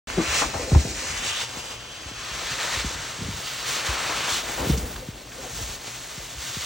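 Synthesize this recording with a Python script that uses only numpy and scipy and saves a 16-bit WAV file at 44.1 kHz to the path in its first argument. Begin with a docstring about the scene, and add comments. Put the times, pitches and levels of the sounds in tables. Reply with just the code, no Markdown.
"""A roof rake on a long pole cuts snow beside a house; light wind rumbles on a two-port microphone.
First a crumb pops on the microphone, the rake sticks and slips with a groan, and snow swishes down a
plastic sheet. Near 0.75 s a slab lands with a crunch and deep thuds; powder hisses after it.
Further runs scrape down the sheet as lumps and crumbs fall. A second big landing comes at 4.7 s,
then weaker runs to the end."""
import sys
import numpy as np
from scipy import signal
from scipy.fft import rfft, irfft, next_fast_len
from scipy.io import wavfile

SR = 44100
rng = np.random.default_rng(int(sys.argv[2]) if len(sys.argv) > 2 else 0)


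def inscribe(sig):
    """Save sig as 16-bit PCM at rate SR to the path in sys.argv[1].

    A 1-D sig is mono; a 2-D sig holds one channel per row.
    Samples are clipped to [-1, 1] before scaling.
    """
    pcm = np.round(np.clip(np.atleast_2d(sig).T, -1, 1) * 32767)
    wavfile.write(sys.argv[1], SR, pcm.astype(np.int16))


N = 293265
TIME = np.arange(N) / SR


def gain_of(db):
    """Decibels to amplitude."""
    return 10 ** (np.asarray(db) / 20)


def unit_rms(x):
    """Scales to rms 1."""
    return x / np.sqrt(np.mean(x ** 2) + 1e-20)


def at_hz(points, hz):
    """Interpolates a table on a log-frequency axis."""
    knots_hz, values = np.transpose(points)
    return np.interp(np.log(hz + 1), np.log(knots_hz + 1), values)


def add(mix, start_s, sound):
    """Mixes a sound in at start_s."""
    part = mix[..., max(round(start_s * SR), 0):][..., :sound.shape[-1]]
    part += sound[..., :part.shape[-1]]


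def drift(rate_hz, size=N):
    """Smooth random curve, rms 1, up to about rate_hz."""
    hz = np.fft.rfftfreq(size, 1 / SR)
    spectrum = rfft(rng.standard_normal(size)) * np.exp(-(hz / rate_hz) ** 2) * (hz > 0)
    return unit_rms(irfft(spectrum, size))


def swell(t, rise_s, decay_s):
    """Quarter-sine rise to 1, exponential decay."""
    return np.sin(np.pi / 2 * np.minimum(t / rise_s, 1)) * np.exp(-np.maximum(t - rise_s, 0) / decay_s)


def hump(hz, centre_hz, width_hz):
    """Gain of one resonance."""
    return hz / (hz + 40) / (1 + ((hz - centre_hz) / (width_hz / 2)) ** 2)


def resonate(x, hz, width_hz):
    """Resonance that follows the curve hz; rms 1."""
    carrier = np.exp(2j * np.pi * np.cumsum(hz) / SR)
    pole = np.exp(-np.pi * width_hz / SR)
    return unit_rms((carrier * signal.lfilter([1], [1, -2 * pole, pole * pole], x / carrier)).real)


def at_ports(pair, colour):
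    """Colours two independent noises and blends them into the two port signals; rms 1."""
    # likeness of the ports: freq_hz, coherence
    likeness = [(60, .99), (290, .94), (750, .78), (1200, .93), (1700, 1), (5800, 1), (6600, .85),
                (9000, .82), (10400, 1), (13800, 1), (15700, .6)]
    # phase between ports: freq_hz, left_lead_rad
    lead = [(100, 0), (400, .2), (780, 1), (1100, 0), (6000, 0), (6600, -.8), (8000, -1.6), (10400, -3.02),
            (13500, -3.22), (15800, -4.2)]
    # balance: freq_hz, left_minus_right_db
    tilt = [(150, 0), (380, 1), (700, 7.5), (1290, 3.5), (2380, 0), (8000, 0)]
    size = next_fast_len(pair.shape[1])
    hz = np.fft.rfftfreq(size, 1 / SR)
    direct, stray = rfft(pair, size)
    coherence = np.clip(at_hz(likeness, hz), 0, 1)
    lean = gain_of(at_hz(tilt, hz) / 2) * np.exp(.5j * at_hz(lead, hz))
    left = direct * lean
    right = (coherence * direct + np.sqrt(1 - coherence ** 2) * stray) / lean
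    return unit_rms(irfft(np.array([left, right]) * colour(hz), size)[:, :pair.shape[1]])


def grains(per_s, spread_db, share, size=N):
    """Tiny crystal contacts merge into noise; larger single grains carry a share of the power."""
    hits = rng.random(size) < per_s / SR
    clicks = hits * gain_of(spread_db * np.minimum(rng.exponential(1, size), 4))
    return rng.standard_normal((2, size)) * np.sqrt(1 - share + share * unit_rms(clicks) ** 2)


def run_down(start_s, length_s, end_db, build_db, onset_s=0.098, run_out_s=0.052):
    """Gain of one run of snow: gets going, ramps by build_db, dies away once off the sheet."""
    t = TIME - start_s
    onset = np.sin(np.pi / 2 * np.clip(t / onset_s + 0.39, 0, 1)) ** 2
    progress = np.clip(t / length_s, 0, 1)
    run_out = np.exp(-np.maximum(t - length_s, 0) / run_out_s)
    return onset * gain_of(end_db - build_db * (1 - progress)) * run_out


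def drone(level_db=-54, centre_hz=122, width_hz=14):
    """Faint, steady, distant hum."""
    noise = rng.standard_normal((2, N))
    return gain_of(level_db) * at_ports(noise, lambda hz: hump(hz, centre_hz, width_hz))


def wind(buffet_db=2.5):
    """Wind on the microphone: a low, lumpy rumble that follows the gusts."""
    # rumble spectrum: freq_hz, level_db
    spectrum = [(18, -34), (30, -8), (45, 8), (62, 3.5), (95, -7), (160, -5.5), (250, -3.5), (500, -8),
                (1500, -34), (6000, -65)]
    # gusts: time_s, level_db
    gusts = [(0.1, -39.5), (0.35, -45), (0.7, -32), (1.3, -54.5), (1.9, -51.5), (2.9, -52), (3.55, -51.5),
             (4.3, -48), (4.85, -45.5), (5.2, -45.5), (5.95, -52.5), (6.65, -54.5)]
    air = at_ports(rng.standard_normal((2, N)), lambda hz: gain_of(at_hz(spectrum, hz)))
    return air * gain_of(np.interp(TIME, *np.transpose(gusts)) + buffet_db * drift(rate_hz=9.4))


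def yard(x, echo_db=-21, decay_s=0.016):
    """Wall and ground add a faint, short echo, different at each port."""
    t = np.arange(SR // 5) / SR
    tail = unit_rms(rng.standard_normal((2, len(t))) * np.exp(-t / decay_s)) / np.sqrt(len(t))
    return x + gain_of(echo_db) * signal.oaconvolve(x, tail, axes=1)[:, :N]


def shoulder(x, echo_db=-7, folds_db=-6, shade=0.19, shift_hz=0.59, taps=1000):
    """A moving shoulder's reflection combs the hiss; shifting jacket folds scatter it."""
    # reflection path: time_s, strength, left_delay_ms, right_delay_ms
    path = [(0.1, 1, 0.46, 0.31), (0.55, 1, 0.5, 0.39), (1.0, 1, 0.51, 0.38), (1.25, 0.9, 0.33, 0.27),
            (1.45, .7, 0.34, 0.25), (1.58, 1, 0.4, 0.29), (2.15, 1, 0.38, 0.25), (2.55, 0.43, 0.31, 0.25)]
    # reflected and scattered bands: freq_hz, gain_db
    echo_band = [(500, -30), (1000, -16), (2000, -8), (2600, 0), (5200, 0), (6200, -20), (9000, -70)]
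    fold_band = [(400, -25), (950, -1), (1700, -6), (2600, 0), (5200, 0), (6200, -20), (9000, -70)]
    size = next_fast_len(N + taps)
    hz, spectrum = np.fft.rfftfreq(size, 1 / SR), rfft(x, size)
    near = irfft(spectrum * gain_of(at_hz(echo_band, hz)), size)[:, :N]
    folded = irfft(spectrum * gain_of(at_hz(fold_band, hz)), size)[:, :N]
    times_s, *columns = np.transpose(path)
    strength, *delays_ms = [np.interp(TIME, times_s, column) for column in columns]
    echo = np.array([np.interp(TIME - ms / 1000, TIME, port) for port, ms in zip(near, delays_ms)])
    folds = rng.standard_normal((2, taps)) + 1j * rng.standard_normal((2, taps))
    scatter = signal.oaconvolve(folded, folds / np.sqrt(taps), axes=1)[:, :N]
    scatter = (scatter * np.exp(2j * np.pi * shift_hz * TIME)).real
    return x + strength * (gain_of(echo_db) * echo + gain_of(folds_db) * scatter - shade * near)


def knock(left_db=-14, sink_s=0.0023):
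    """A flying crumb hits the right port: a tiny pop of falling pitch."""
    # crumb impact: start_s, level_db, first_hz, last_hz, rise_s, decay_s
    impact = (0.1, -18, 2600, 150, .0017, .0013)
    start_s, level_db, first_hz, last_hz, rise_s, decay_s = impact
    out, t = np.zeros(N), np.arange(SR // 8) / SR
    hz = last_hz + (first_hz - last_hz) * np.exp(-t / sink_s)
    pop = np.sin(2 * np.pi * np.cumsum(hz) / SR) * swell(t, rise_s, decay_s)
    add(out, start_s, gain_of(level_db) * pop)
    return out * np.array([[-gain_of(left_db)], [1]])


def patter(per_s=55, large_hz=58.2, small_hz=254, small_db=-8, spread_db=1.5, decay_cycles=1.5):
    """Crumbs land at random as soft bumps; small ones are higher and weaker."""
    # crumb showers: middle_s, level_db, half_length_s
    showers = [(0.45, -41.5, 0.18), (0.857, -40, 0.062), (1.152, -42, 0.36), (1.846, -55, 0.24),
               (2.343, -47, 0.14), (2.98, -42, 0.051), (3.28, -34.5, 0.099), (4.8, -34.5, .15),
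               (5.6, -41, 0.069), (6.425, -47.5, 0.17)]
    out, t = np.zeros(N), np.arange(SR // 8) / SR
    pitches_hz = np.geomspace(large_hz, small_hz, num=12)
    for smallness, hz in zip(np.linspace(0, 1, len(pitches_hz)), pitches_hz):
        lands = rng.random(N) < per_s / len(pitches_hz) / SR
        hits = lands * gain_of(spread_db * rng.uniform(-1.2, 1, N))
        bump = np.sin(2 * np.pi * hz * t) * swell(t, 1 / hz, decay_cycles / hz)
        out += gain_of(small_db * smallness) * signal.oaconvolve(hits, bump)[:N]
    envelope = sum(gain_of(db) * np.exp(-((TIME - mid_s) / half_s) ** 2) for mid_s, db, half_s in showers)
    return unit_rms(out) * envelope


def groans(wander=0.0714, rough=0.42, subharmonic=0.375, sag_per_s=0.71, pan_db=1.2):
    """The rake sticks and slips on the snow, slowing a little; slips alternate strong and weak."""
    # judders: start_s, level_db, pitch_hz
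    judders = [(0.169, -16, 356), (0.588, -27.5, 478), (0.622, -34, 544), (0.669, -30.5, 502),
               (1.016, -37, 540), (4.727, -29, 480), (4.832, -38, 495), (5.014, -38, 519),
               (5.381, -37, 518), (5.437, -37, 732), (5.452, -40, 471)]
    rise_s, decay_s = 0.016, 0.025
    out, t = np.zeros(N), np.arange(SR // 3) / SR
    for start_s, level_db, pitch_hz in judders:
        jitter = 1 + wander * drift(rate_hz=210, size=len(t))
        hz = pitch_hz * np.exp(-sag_per_s * (t - rise_s)) * jitter
        phase = 2 * np.pi * np.cumsum(hz) / SR
        slips = np.sin(phase) * (1 + rough * drift(rate_hz=280, size=len(t)))
        slips += subharmonic * np.sin(phase / 2)
        add(out, start_s, gain_of(level_db) * slips * swell(t, rise_s, decay_s))
    return out * gain_of([[pan_db], [-pan_db]])


def scrape(flutter_db=0.46):
    """Slabs and the rake's frame rub the plastic: a hollow, grainy rasp whose pitch follows speed."""
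    # rubs: start_s, length_s, end_db, build_db, first_hz, last_hz, width_hz, uncorrelated_share
    rubs = [(0.156, .25, -32.5, 14, 2100, 2520, 1100, 0.37), (1.06, .22, -36, 7, 1800, 2960, 1250, 0.74),
            (1.28, 0.094, -34.5, 7, 2890, 3300, 1400, 0.8), (1.525, 0.81, -49.5, -1, 2860, 3500, 1090, 0.4),
            (1.7, 0.89, -49, 4, 5930, 6060, 600, 0.1), (2.2, 0.77, -41.5, 6, 1210, 1470, 900, 0),
            (2.545, 0.21, -32, 15, 1700, 1980, 700, 0), (3.637, 0.41, -36, 12, 1480, 1150, 800, 0.1),
            (4.063, 0.27, -34.5, 4, 1300, 1360, 565, 0), (3.92, .2, -37, 0, 1880, 2100, 1200, 0),
            (4.15, .21, -32, 7, 2200, 3300, 1500, 0)]
    rasp = at_ports(grains(per_s=450, spread_db=-0.5, share=0.16), np.ones_like)
    stray, out = rng.standard_normal((2, N)), np.zeros((2, N))
    for start_s, length_s, end_db, build_db, first_hz, last_hz, width_hz, uncorrelated in rubs:
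        friction = np.sqrt(1 - uncorrelated) * rasp + np.sqrt(uncorrelated) * stray
        hz = np.interp(TIME, [start_s, start_s + length_s], [first_hz, last_hz])
        out += resonate(friction, hz, width_hz) * run_down(start_s, length_s, end_db, build_db)
    return out * gain_of(flutter_db * drift(rate_hz=51))


def crunches(min_width_hz=120, rise_share=0.3):
    """Packed snow gives way in short bursts of coarse grains."""
    # fractures: start_s, level_db, centre_hz, decay_s
    fractures = [(0.174, -27, 230, 0.042), (0.180, -28.5, 950, 0.03), (0.413, -20, 950, 0.023),
                 (0.535, -26.5, 770, 0.038), (0.716, -25, 700, 0.0031), (0.748, -16.5, 700, 0.0055),
                 (0.752, -19, 131, 0.023), (0.85, -31, 440, 0.02), (1.847, -36.5, 2010, 0.0061),
                 (3.20, -34.5, 200, .08), (3.962, -32, 1110, 0.031), (4.09, -30.5, 990, 0.04),
                 (4.275, -30.5, 900, 0.03), (4.572, -27.5, 770, 0.042), (4.605, -27.5, 410, 0.062),
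                 (4.686, -25, 190, 0.026), (4.696, -31, 4500, 0.011), (4.774, -29.5, 5650, 0.014),
                 (4.79, -36.5, 220, 0.08), (4.960, -35, 1240, 0.005), (4.962, -36, 3200, 0.0043),
                 (5.319, -35.5, 1900, 0.0041), (5.391, -49, 600, 0.041), (5.866, -37, 3900, 0.021),
                 (5.878, -39.5, 600, 0.0073)]
    out, t = np.zeros((2, N)), np.arange(SR // 2) / SR
    for start_s, level_db, centre_hz, decay_s in fractures:
        coarse = grains(per_s=660, spread_db=5.0, share=0.17, size=len(t))
        burst = at_ports(coarse, lambda hz: hump(hz, centre_hz, min_width_hz + centre_hz))
        add(out, start_s, gain_of(level_db) * burst * swell(t, rise_share * decay_s, decay_s))
    return out


def thuds(settle_s=0.0042, sag=0.26, sag_s=0.0094, rise_cycles=1.11, slap_db=-15):
    """A lump flattens on landing, so its pitch sinks fast to a deep boom; crumbs add a dull slap."""
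    # landings: start_s, level_db, first_hz, last_hz, decay_s
    landings = [(0.275, -28, 150, 61.7, 0.042), (0.553, -26.5, 200, 65, 0.026),
                (0.718, -12.5, 232, 142, 0.014), (0.728, -8, 125, 61, 0.014), (0.755, -3, 125, 68, 0.023),
                (0.85, -21.5, 457, 74, 0.014), (0.908, -30, 130, 55.4, .03), (1.569, -34, 376, 70, .017),
                (2.058, -31, 159, 56, 0.015), (2.113, -33.5, 455, 100, .014),
                (2.313, -33.5, 200, 55, 0.025), (2.511, -33, 262, 105, 0.014), (2.767, -28, 111, 61, 0.042),
                (2.844, -23, 300, 130, 0.008), (2.851, -21.5, 110, 59, 0.018),
                (2.947, -33, 150, 60.5, 0.013), (2.995, -33, 260, 79.5, 0.016),
                (3.188, -29.5, 220, 141, 0.011), (3.217, -24.5, 310, 80, 0.028),
                (3.284, -25, 280, 105, 0.02), (3.885, -21.5, 115, 58.6, 0.026), (4.32, -31, 248, 65, 0.011),
                (4.601, -26.5, 202, 71, 0.039), (4.669, -21, 332, 90, 0.011), (4.697, -10, 170, 140, 0.006),
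                (4.712, -15.5, 110, 60, 0.045), (4.731, -22.5, 260, 114, .016),
                (4.774, -24, 302, 140, .018), (4.824, -27.5, 157, 61.4, 0.044),
                (5.086, -23, 334, 84, 0.008), (5.614, -29, 260, 61, 0.059), (5.694, -30, 109, 53, 0.012),
                (6.177, -31.5, 300, 62, 0.016), (6.568, -29, 410, 68.5, 0.019)]
    out, t = np.zeros(N), np.arange(SR // 3) / SR
    slap_band = signal.butter(4, [70, 360], "bandpass", fs=SR, output="sos")
    for start_s, level_db, first_hz, last_hz, decay_s in landings:
        hz = last_hz * (1 + sag * np.exp(-t / sag_s)) + (first_hz - last_hz) * np.exp(-t / settle_s)
        hz *= 1 + 0.15 * drift(rate_hz=90, size=len(t))
        boom = np.sin(2 * np.pi * np.cumsum(hz) / SR) * swell(t, rise_cycles / first_hz, decay_s)
        slap = unit_rms(signal.sosfilt(slap_band, rng.standard_normal(len(t))))
        slap *= gain_of(slap_db) * swell(t, rise_s=0.0019, decay_s=0.0069)
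        add(out, start_s, gain_of(level_db) * (boom + slap))
    return out


def flow(brighten_db=2, spray_swish_db=-2):
    """Gains of low swish, high swish, powder and slab: trickle, runs and sprays add in power."""
    # steady trickle of loose snow: swish_db, powder_rel_db, slab_rel_db
    trickle = (-47, -3.5, -1.9)
    # runs down the sheet: start_s, length_s, end_db, build_db, powder_rel_db, slab_rel_db, tilt_db
    runs = [(0.034, 0.36, -27, 15, -2.5, -5, -2), (0.462, 0.46, -42.5, -3.5, -1.5, 1, -0.5),
            (0.94, 0.37, -32.5, 6.5, -1.5, -8.5, -2.5), (1.3, .12, -32, 2, -3, -10.5, -0.5),
            (1.462, 0.26, -41.5, 0, -0.5, 0, -1.5), (1.717, 0.61, -42, 7, -3, -6, -2.5),
            (2.16, 0.4, -32, 7.5, -5, -9, -0.5), (2.563, 0.24, -31, 0.5, -4, -7, -1),
            (2.8, 0.12, -35.5, 2, -1, -4, 0), (2.937, 0.47, -39, -1, -3, -5, -0.5),
            (3.404, 0.26, -37, -1.5, -5.5, -14, 1.5), (3.605, 0.2, -30.5, 5, -7, -6, -1.5),
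            (3.825, 0.555, -30.7, .5, -5.5, -7.5, -1), (4.422, 0.31, -36, -1.5, -4, -2, -1.5),
            (4.764, 0.19, -47.5, -4, -0.5, 3, -2), (5.278, 0.35, -41, 8.5, 0.5, -2.5, -1.5),
            (5.59, 0.15, -43.5, -2.5, 2.5, -1.5, 1.5), (5.81, 0.53, -44.5, -2, 0.5, -4, 0.5),
            (6.363, 0.58, -36.5, 2, -0.5, -14, 2)]
    # powder thrown off the edge: middle_s, level_db, half_length_s
    sprays = [(0.402, -27.5, 0.067), (0.956, -37, 0.43), (1.277, -31, 0.026), (1.59, -40.5, 0.023),
              (3.715, -32.5, 0.076), (4.335, -29.5, .065), (5.583, -39, 0.083)]
    swish_db, powder_db, slab_db = trickle
    power = gain_of(swish_db + np.array([[0], [0], [powder_db], [slab_db]])) ** 2 * np.ones(N)
    for start_s, length_s, end_db, build_db, powder_db, slab_db, tilt_db in runs:
        run = run_down(start_s, length_s, end_db, build_db)
        progress = np.clip((TIME - start_s) / length_s, 0, 1)
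        tilt = gain_of(tilt_db + brighten_db * (progress - .5))  # faster snow hisses higher
        power += np.array([run / tilt, run * tilt, run * gain_of(powder_db), run * gain_of(slab_db)]) ** 2
    for middle_s, level_db, half_s in sprays:
        cloud = gain_of(level_db) * np.exp(-((TIME - middle_s) / half_s) ** 2)
        power[1:3] += np.array([cloud * gain_of(spray_swish_db), cloud]) ** 2
    return np.sqrt(power)


def sliding_snow(split_hz=2400, top_hz=10200, swish_db=2.14, powder_db=2.5, slab_db=0.5):
    """Snow rubs along the sheet in small surges: a swish, powder above it, the slab's weight below."""
    # spectra of the three parts: freq_hz, level_db
    swish_curve = [(150, -21), (600, -10.5), (1200, -1.5), (1800, -0.5), (2600, -1), (3400, -2.5),
                   (4500, -2.5), (6000, -10), (9000, -15)]
    powder_curve = [(2500, -25), (4300, -9), (5300, -2.5), (6500, 0), (7600, -1.7), (9000, -6),
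                    (9900, -8.2), (11200, -5.2), (13000, -8), (15700, -9)]
    slab_curve = [(60, -3.5), (160, -5), (300, -3.5), (520, 1), (850, -1.5), (1200, -7.5), (2000, -15)]
    # level of the hiss above 10 kHz over time: time_s, gain_db
    top_hiss_levels = [(0.2, -18), (1.6, -9.5), (2.6, -44), (3.4, 2.5), (4.2, -5), (4.75, 12), (5.4, 2),
                       (6.5, 1.5)]
    surge_db, lumpy_db = 0.84, 1.5
    low_gain, high_gain, powder_gain, slab_gain = flow()

    def rub(curve, **grain):
        return at_ports(grains(**grain), lambda hz: gain_of(at_hz(curve, hz)))

    swish = rub(swish_curve, per_s=2500, spread_db=2.0, share=0.19)
    low = signal.sosfiltfilt(signal.butter(2, split_hz, fs=SR, output="sos"), swish)
    swish = (low * low_gain + (swish - low) * high_gain) * gain_of(swish_db)
    powder = rub(powder_curve, per_s=4000, spread_db=3.0, share=0.26)
    top_hiss = signal.sosfiltfilt(signal.butter(4, top_hz, "highpass", fs=SR, output="sos"), powder)
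    powder += top_hiss * (gain_of(np.interp(TIME, *np.transpose(top_hiss_levels))) - 1)
    powder *= powder_gain * gain_of(powder_db)
    slab = rub(slab_curve, per_s=500, spread_db=2, share=0.42)
    slab *= slab_gain * gain_of(slab_db + lumpy_db * drift(rate_hz=25))
    return (swish + powder + slab) * gain_of(surge_db * drift(rate_hz=19.0))


def scene():
    """Snow and rake with their reflections, over wind and hum."""
    snow = shoulder(sliding_snow() + scrape() + crunches())
    landings_and_rake = yard(thuds() + patter() + groans())
    return snow + landings_and_rake + knock() + wind() + drone()


def record(dry, open_s=0.072, low_cut_hz=36, high_cut_hz=16000):
    """The microphone opens at open_s and cuts the deepest rumble and the top treble."""
    low_cut = signal.butter(3, low_cut_hz, "highpass", fs=SR, output="sos")
    high_cut = signal.firwin(511, high_cut_hz, window=("kaiser", 9), fs=SR)
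    opened = signal.sosfilt(low_cut, dry * (TIME > open_s))
    return signal.oaconvolve(opened, high_cut[None], "same")


dry = scene()
out = record(dry)
inscribe(out)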